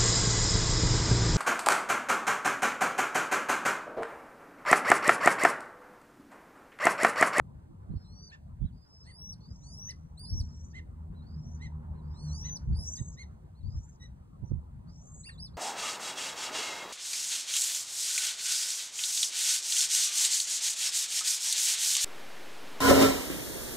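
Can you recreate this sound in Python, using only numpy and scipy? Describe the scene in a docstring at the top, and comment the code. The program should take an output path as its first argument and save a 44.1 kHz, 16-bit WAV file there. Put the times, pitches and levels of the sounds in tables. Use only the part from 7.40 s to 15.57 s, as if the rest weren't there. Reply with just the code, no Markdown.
"""Two hawks over open grassland

Two hawks cry from a dead tree. One gives clean rising whistles that drop sharply; the other sounds both
sides of its syrinx in a squeal that breaks into a low, hoarse yelp. Short peeps fall between, and scrub
scatters the cries. Behind them grass hisses, a far vehicle drones past and gusts buffet the microphone."""
import sys
import numpy as np
from scipy import signal
from scipy.fft import rfft, irfft
from scipy.io import wavfile

SR = 44100
rng = np.random.default_rng(int(sys.argv[2]) if len(sys.argv) > 2 else 0)


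def file_out(sig):
    """Save sig as 16-bit WAV at sys.argv[1]."""
    # one column per channel
    cols = np.atleast_2d(sig).T
    # limit, then scale
    lim = np.clip(cols, -1, 1)
    pcm = np.round(lim * 32767).astype(np.int16)
    wavfile.write(sys.argv[1], SR, pcm)


N = 360297
T, HZ = np.arange(N) / SR, np.fft.rfftfreq(N, 1 / SR)
SLACK_HZ = 3500  # pitch of the relaxed syrinx


def gain_of(db):
    return 10 ** (np.asarray(db) / 20)


def unit_rms(x):
    return x / np.sqrt(np.mean(x ** 2) + 1e-20)


def over_frequency(table, column=1):
    """Interpolation of one column over the spectrum, on a log-frequency axis."""
    columns = np.transpose(table)
    return np.interp(np.log(HZ + 1), np.log(columns[0] + 1), columns[column])


def over_time(table):
    """Linear interpolation of each column over the scene."""
    times, *columns = np.transpose(table)
    return [np.interp(T, times, column) for column in columns]


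def add(mix, start_s, sound):
    part = mix[max(round(start_s * SR), 0):][:len(sound)]
    part += sound[:len(part)]


def wobble(t, hz):
    """Random modulation: noise of rms 1, band-limited to hz."""
    spectrum = rng.standard_normal(1025) + 1j * rng.standard_normal(1025)
    path = unit_rms(irfft(spectrum * (np.arange(1025) < 256)))
    return np.interp((t - t[0]) * hz / 256, np.arange(2048) / 2048, path, period=1)


def coloured_noise(colour):
    """Spectral shaping: white noise weighted by a gain at each frequency."""
    return unit_rms(irfft(rfft(rng.standard_normal(N)) * colour, N))


# Likeness of diffuse sound at the two microphone ports: frequency_hz, coherence
COHERENCE = [(30, 1), (120, 0.94), (300, 0.38), (1000, 0.14), (3000, 0.13), (12000, 0.16)]


def diffuse(colour):
    """Spatial coherence: a diffuse field is alike at both ports only at long wavelengths."""
    left, independent = rfft(rng.standard_normal((2, N)))
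    coherence = over_frequency(COHERENCE)
    right = coherence * left + np.sqrt(1 - coherence ** 2) * independent
    return unit_rms(irfft(np.array([left, right]) * colour, N))


# Microphone response toward the tree: frequency_hz, left_lead_rad, left_minus_right_db
PORT_RESPONSE = [(1520, 3.1, -3), (2040, 1.43, -4.5), (2300, 2.5, -0.5), (2744, 1.8, 3.5),
                 (2930, 2.84, -7.5), (4100, 1.48, 1.2), (4550, 1.64, -.5), (4820, 2.08, -4),
                 (5526, 3.18, 2), (8940, 6.29, -1), (15820, 13.15, 1)]


def from_ahead(x):
    """Directional response: sound from the tree meets the two ports at different phases and levels."""
    lead, balance = over_frequency(PORT_RESPONSE), gain_of(over_frequency(PORT_RESPONSE, column=2))
    ports = np.array([balance * np.exp(1j * lead), np.ones(len(HZ))]) * np.sqrt(2 / (1 + balance ** 2))
    return irfft(rfft(x) * ports, N)


# Hiss spectrum of air and dry grass: frequency_hz, relative_db
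GRASS_SPECTRUM = [(1000, 5), (6000, -4), (9000, -3.5), (12000, -9.5), (15500, -9.5)]
# Dry ticks close by: start_s, unfiltered_level_db
DRY_TICKS = [(2.795, -52), (7.942, -67)]


def grass(ahead_db=-80, around_db=-88, decay_s=0.003, highpass_hz=5000):
    """Broadband noise: a faint hiss, mostly from ahead, with ticks that decay exponentially."""
    colour = gain_of(over_frequency(GRASS_SPECTRUM))
    hiss = gain_of(ahead_db) * coloured_noise(colour)
    ticks, t = np.zeros(N), np.arange(1024) / SR
    for start_s, db in DRY_TICKS:
        add(ticks, start_s, gain_of(db) * np.exp(-t / decay_s) * rng.standard_normal(len(t)))
    ticks = signal.sosfilt(signal.butter(2, highpass_hz, "high", fs=SR, output="sos"), ticks)
    return from_ahead(hiss + ticks) + gain_of(around_db) * diffuse(colour)


# Tyre roar as the vehicle passes: time_s, level_db
ROAR_LEVEL = [(0, -62.5), (1.3, -68), (3.3, -65), (4.1, -63.5), (4.7, -60.5), (5.3, -60.5), (6.1, -66.5),
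              (8.17, -65)]
# Spectrum of the roar: frequency_hz, relative_db
ROAR_SPECTRUM = [(100, -1.5), (330, 2), (500, -0.5), (720, -3), (930, -0.5), (1200, -6.5), (1700, -16),
                 (2400, -28.5), (5000, -47)]


def tyre_roar(fading_db=3.5, scattered_db=-4, left_lead_rad=-1.96):
    """Atmospheric fading: moving air makes each band of the distant roar swell and sink on its own."""
    direct, *scattered = rfft(rng.standard_normal((3, N)))
    ports = np.array([direct * np.exp(1j * left_lead_rad), direct])
    ports += gain_of(scattered_db) * np.array(scattered)
    roar = rfft(unit_rms(irfft(ports * gain_of(over_frequency(ROAR_SPECTRUM)), N)))
    band = np.digitize(HZ, [350, 550, 800, 1050, 1400])
    faded = sum(irfft(roar * (band == k), N) * gain_of(fading_db * wobble(T, 12)) for k in range(6))
    return faded * gain_of(over_time(ROAR_LEVEL)[0]) * gain_of([[-.5], [.5]])


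def tyre_song(pitch_hz=930, width_hz=115, nearest_s=4.67, passing_s=.48, db=-68, left_lead_rad=-0.59):
    """Narrowband noise: the tyres sing audibly only while the vehicle is nearest."""
    band = coloured_noise(np.exp(-.5 * ((HZ - pitch_hz) / width_hz) ** 2))
    swell = np.exp(-.5 * ((T - nearest_s) / passing_s) ** 2)
    song = rfft(gain_of(db) * band * swell)
    return irfft(np.array([song * np.exp(1j * left_lead_rad), song]), N)


# The far engine passing: time_s, firing_rate_hz, untrimmed_level_db
ENGINE_PASS = [(0, 79.96, -65), (2.2, 79.82, -67), (2.8, 79, -49.5), (4.3, 76.81, -41), (4.9, 74.97, -38.5),
               (6, 72.22, -54), (8.17, 71.73, -60)]
# Its orders: harmonic_number, relative_db
ENGINE_HARMONICS = [(1, 1), (2, -3.5), (3, -15), (4, -26.5), (5, -28)]


def engine(trim_db=-1, waver=0.0091, fading_db=4.0):
    """Harmonic series: periodic firing gives a drone, whose pitch sags as the vehicle passes."""
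    hz, db = over_time(ENGINE_PASS)
    phase = 2 * np.pi * np.cumsum(hz * (1 + waver * wobble(T, 8))) / SR
    drone = sum(gain_of(order_db + fading_db * wobble(T, 6)) * np.sin(k * phase)
                for k, order_db in ENGINE_HARMONICS)
    return gain_of(db + trim_db) * unit_rms(drone)


# Breeze on the microphone: time_s, level_db
BREEZE_LEVEL = [(0, -45.5), (.2, -51), (.8, -49), (.94, -58), (1.05, -49), (1.35, -43), (1.47, -64.5),
                (1.62, -55), (2.05, -46), (2.3, -49), (3.7, -45.5), (4.7, -44.5), (5.5, -43.5), (6.3, -55),
                (6.8, -50.5), (7.45, -47), (7.7, -49.5), (8.17, -46)]
# Spectrum of its rumble: frequency_hz, relative_db
BREEZE_SPECTRUM = [(12, -50.5), (20, -27.5), (34, -9.5), (59, -3), (81, -2), (113, -8.5), (157, -7),
                   (247, -20), (293, -28), (450, -43), (580, -65.5), (990, -120)]


def breeze(uneven_db=2, lean_db=0.63):
    """Wind noise: unsteady flow over the ports gives a lumpy rumble, slightly stronger on the left."""
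    db = over_time(BREEZE_LEVEL)[0] + uneven_db * wobble(T, 13)
    rumble = diffuse(gain_of(over_frequency(BREEZE_SPECTRUM)))
    return rumble * gain_of(db) * gain_of([[lean_db], [-lean_db]])


# Eddies on the microphone: centre_s, level_db, half_length_s, upper_corner_hz, left_minus_right_db
EDDIES = [(0.512, -36.5, 0.017, 165, -6), (.54, -38.5, 0.0039, 250, -15), (.565, -31.5, 0.013, 112, -5.5),
          (1.238, -29, 0.017, 116, -11.5), (2.957, -30, 0.027, 107, 1), (3.015, -30, 0.024, 110, 0),
          (5.314, -24, 0.027, 107, 0), (5.384, -32.5, .025, 107, 1), (5.612, -32, 0.009, 140, -10),
          (6.275, -35, 0.03, 123, 8.5), (6.366, -33, 0.032, 110, 0.5), (7.037, -36.5, 0.0083, 159, -15),
          (7.117, -28.5, 0.0057, 210, -14), (7.144, -32, 0.026, 103, -10)]


def gusts(low_hz=46, rolloff_order=4.05, size=16384):
    """Turbulence: each eddy is a low thump, partly shared by the ports and often harder on one."""
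    out = np.zeros((2, N))
    hz, t = np.fft.rfftfreq(size, 1 / SR), (np.arange(size) - size // 2) / SR
    highpass = (hz / low_hz) ** 4 / (1 + (hz / low_hz) ** 4)
    for centre_s, db, half_s, corner_hz, pan_db in EDDIES:
        colour = highpass / (1 + (hz / corner_hz) ** rolloff_order)
        shared, *swirls = irfft(rfft(rng.standard_normal((3, size))) * colour)
        swell = np.exp(-.5 * (t / half_s) ** 2)
        for port, swirl, side in zip(out, swirls, (.5, -.5)):
            eddy = unit_rms((shared + 0.93 * swirl) * swell) * np.sqrt(np.mean(swell ** 2))
            add(port, centre_s + t[0], gain_of(db + side * pan_db) * eddy)
    return out


def oscillation(t, hz, db, jitter, jitter_hz, fade_s):
    """Frequency jitter: the phase of a trembling voice, and its amplitude, faded at both ends."""
    phase = 2 * np.pi * np.cumsum(hz * (1 + jitter * wobble(t, jitter_hz))) / SR
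    fade = np.clip(np.minimum(t, t[-1] - t) / fade_s, 0, 1)
    return phase, np.sqrt(2) * gain_of(db) * fade


def rasp(t, phase, width_hz):
    """Noise sidebands: irregular vibration spreads a tone into a fuzzy band."""
    return (wobble(t, width_hz) * np.cos(phase) + wobble(t, width_hz) * np.sin(phase)) / np.sqrt(2)


def rise(t, low_hz, top_hz, lift_s, ease_s):
    """Tension raises a membrane's frequency: returns the pitch, and the lift from 0 to 1."""
    lift = .5 + .5 * np.tanh((t - lift_s) / (2 * ease_s))
    return low_hz + (top_hz - low_hz) * lift, lift


def pure_voice(t, hz, db, octave_db, fuzz_db=-34, flutter_db=2.0):
    """Nearly sinusoidal vibration: one membrane sings a tone with weak second and third harmonics."""
    phase, level = oscillation(t, hz, db, jitter=0.0028, jitter_hz=137, fade_s=0.0065)
    tone = np.sin(phase) + gain_of(octave_db) * (np.sin(2 * phase) + gain_of(-28) * np.sin(3 * phase))
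    flutter = gain_of(flutter_db * wobble(t, 69))
    return level * flutter * (tone + gain_of(fuzz_db) * rasp(t, phase, 1200))


# Short notes between cries: start_s, length_s, top_after_s, top_hz, end_hz, top_db, end_db, octave_db
PEEP_NOTES = [(1.21, 0.064, 0.012, 3520, 3260, -76, -77, -19),
              (1.245, 0.068, .022, 3940, 2940, -71.5, -85, -28),
              (3.735, 0.083, 0.035, 4020, 3840, -76, -73, -24),
              (4.54, 0.071, 0.037, 4190, 3800, -80, -79, -22),
              (4.735, .18, 0.11, 4440, 4040, -61, -60.5, -11),
              (6.14, 0.087, 0.049, 4390, 3780, -75.5, -81, -24),
              (7.83, 0.14, .042, 4820, 3430, -52.5, -68.5, -7.5),
              (7.975, .12, 0.071, 5330, 3350, -47, -68, -16),
              (8.13, 0.11, 0.067, 5100, 3500, -65, -75, -28)]


def peep(length_s, top_after_s, top_hz, end_hz, top_db, end_db, octave_db, onset_db=-15):
    """Frequency glide: the pitch arches up from the relaxed syrinx, then eases down."""
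    t = np.arange(0, length_s, 1 / SR)
    slack = np.clip(1 - t / top_after_s, 0, 1) ** 2.3
    fall = np.sin(np.pi / 2 * np.clip((t - top_after_s) / (length_s - top_after_s), 0, 1)) ** 2
    hz = top_hz + (SLACK_HZ - top_hz) * slack + (end_hz - top_hz) * fall
    return pure_voice(t, hz, top_db + onset_db * slack + (end_db - top_db) * fall, octave_db)


# Low, hoarse calls: start_s, length_s, top_hz, arch_fraction, level_db, overtones_db, rough_db
YELP_NOTES = [(.905, .058, 1783, 0.21, -53, -13, -11), (1.65, 0.077, 2050, 0.23, -59.5, -15, -14),
              (2.472, 0.057, 2073, 0.27, -53.5, -9, -12.5), (3.33, 0.076, 2063, 0.18, -49, -17.5, -17),
              (4.196, .084, 2060, .15, -51.5, -9, -16), (5.025, .08, 2017, .24, -59, 2.5, -5.5),
              (5.567, 0.039, 1913, 0.1, -60, 5.5, -9.5), (5.768, .074, 2129, .15, -51.5, -3, -24),
              (6.595, .075, 1957, 0.04, -59, 1, -23), (7.845, 0.059, 2750, 0.4, -52, -12, -23),
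              (7.885, 0.019, 1863, 0.43, -45, -16, -26)]
# Their overtones: harmonic_number, relative_db
YELP_HARMONICS = [(2, -1.5), (3, -4), (4, -20.5), (5, -25.5)]


def yelp(length_s, top_hz, arch, level_db, overtones_db, rough_db, flutter_db=1.5, attack_s=0.0083):
    """Register break: the voice drops to a low arch of harmonics, half-order lines and hoarse noise."""
    t = np.arange(0, length_s, 1 / SR)
    slack = abs(2 * (t / length_s) ** 1.25 - 1) ** 2.6  # 1 at the ends, 0 at the top of the arch
    hz = top_hz * (1 - arch * slack + .015 * wobble(t, 68.2))
    db = level_db - 12 * slack - 11 * np.exp(-t / attack_s)
    phase, level = oscillation(t, hz, db, jitter=0.0094, jitter_hz=310, fade_s=0.0015)
    overtones = sum(gain_of(line_db + flutter_db * wobble(t, 100)) * np.sin(k * phase)
                    for k, line_db in YELP_HARMONICS)
    half_orders = sum(rasp(t, (k + .5) * phase, 120) / k ** 2.5 for k in range(1, 5))
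    hoarse = 1.03 * rasp(t, 1.45 * phase, 1100) + rasp(t, 2.9 * phase, 2400)
    rough = gain_of(rough_db) * (half_orders + gain_of(-3) * hoarse)
    flutter = gain_of(flutter_db * wobble(t, 150))
    return level * flutter * (np.sin(phase) + gain_of(overtones_db) * overtones + rough)


def two_voices(t, hz, db, ratio, second_db, clear_db, break_s, flutter_db=3, firm_db=-56):
    """Biphonation: both sides of the syrinx sing, couple into a side tone, then collapse into a rasp."""
    phase, level = oscillation(t, hz, db, jitter=.006, jitter_hz=87.7, fade_s=0.0033)
    wheeze_db = .5 * np.maximum(firm_db - db, 0)  # a weak voice wheezes more
    second_phase = ratio * phase + 0.78 * wobble(t, 70)
    first = np.sin(phase) * gain_of(flutter_db * wobble(t, 70))
    first += gain_of(wheeze_db - 20) * rasp(t, phase, 1000)
    second = np.sin(second_phase) * gain_of(clear_db + flutter_db * wobble(t, 70))
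    second += gain_of(wheeze_db / 2 - 12) * rasp(t, second_phase, 1900)
    second += gain_of(clear_db - 31) * np.sin(2 * second_phase)
    side_tone = gain_of(-15) * rasp(t, 2 * second_phase - phase, 220)
    voiced = first + gain_of(second_db) * (second + side_tone)
    broken = np.clip((t - break_s) / 0.0071, 0, 1)
    collapse = gain_of(-3) * (rasp(t, phase, 300) + rasp(t, phase, 1400))
    return level * ((1 - broken) * voiced + broken * collapse)


# Two-voiced cries: start_s, length_s, low_hz, top_hz, lift_s, ease_s, peak_s, start_db, peak_db, end_db,
# second_voice_pitch_ratio, second_voice_relative_db, closing_rasp_s
SQUEAL_NOTES = [(.51, 0.17, 4270, 4310, 0.074, .02, 0.16, -87, -74, -77, 1.215, -16.5, .01),
                (.55, 0.34, 4900, 6180, 0.16, .09, 0.27, -80, -59, -62, 0.67, -28, 0.011),
                (1.325, .345, 4910, 5260, .16, 0.018, 0.27, -81, -62, -64.5, 1.13, -12, 0.037),
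                (2.005, .435, 4450, 5940, .125, .038, 0.18, -69, -65.5, -65, 1.172, -5.5, .03),
                (2.85, 0.29, 4365, 5660, 0.093, 0.024, 0.14, -65, -55.5, -73, 1.25, -11.5, 0.035),
                (3.08, 0.25, 5450, 6150, 0.14, 0.036, .11, -70, -60, -70.5, 1.175, -5.5, .035),
                (3.82, .38, 4000, 6330, 0.16, 0.092, .33, -75.5, -65.5, -75, 1.135, -8, .04),
                (4.615, 0.44, 4240, 6090, 0.13, 0.095, 0.26, -86, -59, -61, 1.145, -6, 0.036),
                (5.315, 0.45, 4550, 6546, .126, 0.056, 0.16, -70, -42.5, -65.5, 1.193, -8.5, .055),
                (6.225, 0.34, 4550, 6430, 0.15, 0.041, 0.047, -79, -68, -70.5, 1.165, -3, 0.054),
                (7.04, 0.076, 6300, 5900, .03, .02, 0.041, -83.5, -68, -78, 1.2, -16, 0.026),
                (7.47, 0.4, 3910, 6840, 0.079, 0.076, 0.36, -74.5, -57.5, -73, 1.14, -1, 0.039)]


def squeal(length_s, low_hz, top_hz, lift_s, ease_s, peak_s, start_db, peak_db, end_db,
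           ratio, second_db, rasp_s, scoop_s=0.018, sag_s=.07, step_hz=500, catch=0.68):
    """Stepped glide: the pitch climbs and sags while the second voice clears from a hiss to a tone."""
    t = np.arange(0, length_s, 1 / SR)
    hz, lift = rise(t, low_hz, top_hz, lift_s, ease_s)
    hz += 0.35 * (SLACK_HZ - hz) * np.exp(-t / scoop_s)
    hz *= 1 - .07 * np.clip(1 + (t - length_s) / sag_s, 0, 1) ** 3
    hz -= catch * step_hz / (2 * np.pi) * np.sin(2 * np.pi * (hz - top_hz) / step_hz)  # lingers on steps
    db = np.interp(t, [0, peak_s, length_s], [start_db, peak_db, end_db]) + 2 * wobble(t, 24.34)
    clear_db = -16 * (1 - lift) ** 2
    return two_voices(t, hz, db, ratio, second_db, clear_db, break_s=length_s - rasp_s)


# Clean cries: start_s, length_s, start_hz, low_hz, top_hz, lift_s, ease_s, low_db, top_db, octave_db
WHISTLE_NOTES = [(.64, .275, 3700, 4040, 4696, 0.097, 0.034, -70.5, -61, -19),
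                 (1.645, 0.3, 3700, 4436, 5790, 0.13, 0.024, -64.5, -48, -13),
                 (2.22, 0.3, 3500, 4160, 6120, 0.12, 0.05, -67, -44, -13.5),
                 (2.77, 0.25, 3550, 4750, 5770, 0.13, 0.019, -50.5, -47, -14),
                 (4.908, .27, 4075, 4100, 6185, .072, .034, -58, -43, -17.5),
                 (5.345, .23, 3400, 4970, 6330, .142, .045, -52, -51, -13)]


def whistle(length_s, start_hz, low_hz, top_hz, lift_s, ease_s, low_db, top_db, octave_db,
            scoop_s=.015, drop_s=.038, onset_db_per_khz=-17, purer_db=12):
    """Tension glide: the tone scoops up, grows louder and purer, then drops as the syrinx relaxes."""
    t = np.arange(0, length_s, 1 / SR)
    hz, lift = rise(t, low_hz, top_hz, lift_s, ease_s)
    scoop_hz = (hz - start_hz) * np.exp(-t / scoop_s)
    drop = np.clip(1 + (t - length_s) / drop_s, 0, 1) ** 3
    hz = SLACK_HZ + (hz - scoop_hz - SLACK_HZ) * (1 - drop)
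    db = low_db + (top_db - low_db) * lift + onset_db_per_khz * scoop_hz / 1000
    db += 2 * np.sin(np.pi * np.sqrt(drop)) - 12 * drop ** 2  # a last push, then the fade
    db += 1.5 * wobble(t, 29.9)
    return pure_voice(t, hz, db, octave_db + purer_db * (.5 - lift * (1 - drop)))


def play(notes, voice):
    """Superposition of notes, each sung at its start time."""
    out = np.zeros(N)
    for start_s, *settings in notes:
        add(out, start_s, voice(*settings))
    return out


def scrub(x, near_db, far_db, near_t60_s=0.14, far_t60_s=0.86, echoes_per_s=3000):
    """Scattering: bushes by the tree return a short tail, the land beyond a long faint one."""
    t = np.arange(SR) / SR
    echoes = rng.standard_normal((2, SR)) * (rng.random((2, SR)) < echoes_per_s / SR) * (t > .004)
    tails = echoes * gain_of(-60 * t / np.array([[near_t60_s], [far_t60_s]]))
    tails /= np.linalg.norm(tails, axis=1, keepdims=True)
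    return x + signal.fftconvolve(x, gain_of([near_db, far_db]) @ tails)[:N]


def hawks():
    """Direct and scattered sound: the rough cries return from the scrub most strongly."""
    pure = scrub(play(WHISTLE_NOTES, whistle) + play(PEEP_NOTES, peep), near_db=-13, far_db=-29)
    squeals = scrub(play(SQUEAL_NOTES, squeal), near_db=-10.5, far_db=-25)
    yelps = scrub(play(YELP_NOTES, yelp), near_db=-9, far_db=-29)
    return from_ahead(pure + squeals + yelps)


def scene():
    """Superposition: the pressures of all sources add at the microphone."""
    return hawks() + breeze() + gusts() + engine() + tyre_roar() + tyre_song() + grass()


def record(dry, cutoff_hz=15700):
    """Band limiting: a steep low-pass filter removes the highest treble."""
    lowpass = signal.firwin(511, cutoff_hz, window=("kaiser", 9), fs=SR)
    return signal.oaconvolve(dry, lowpass[None], "same")


dry = scene()
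out = record(dry)
file_out(out)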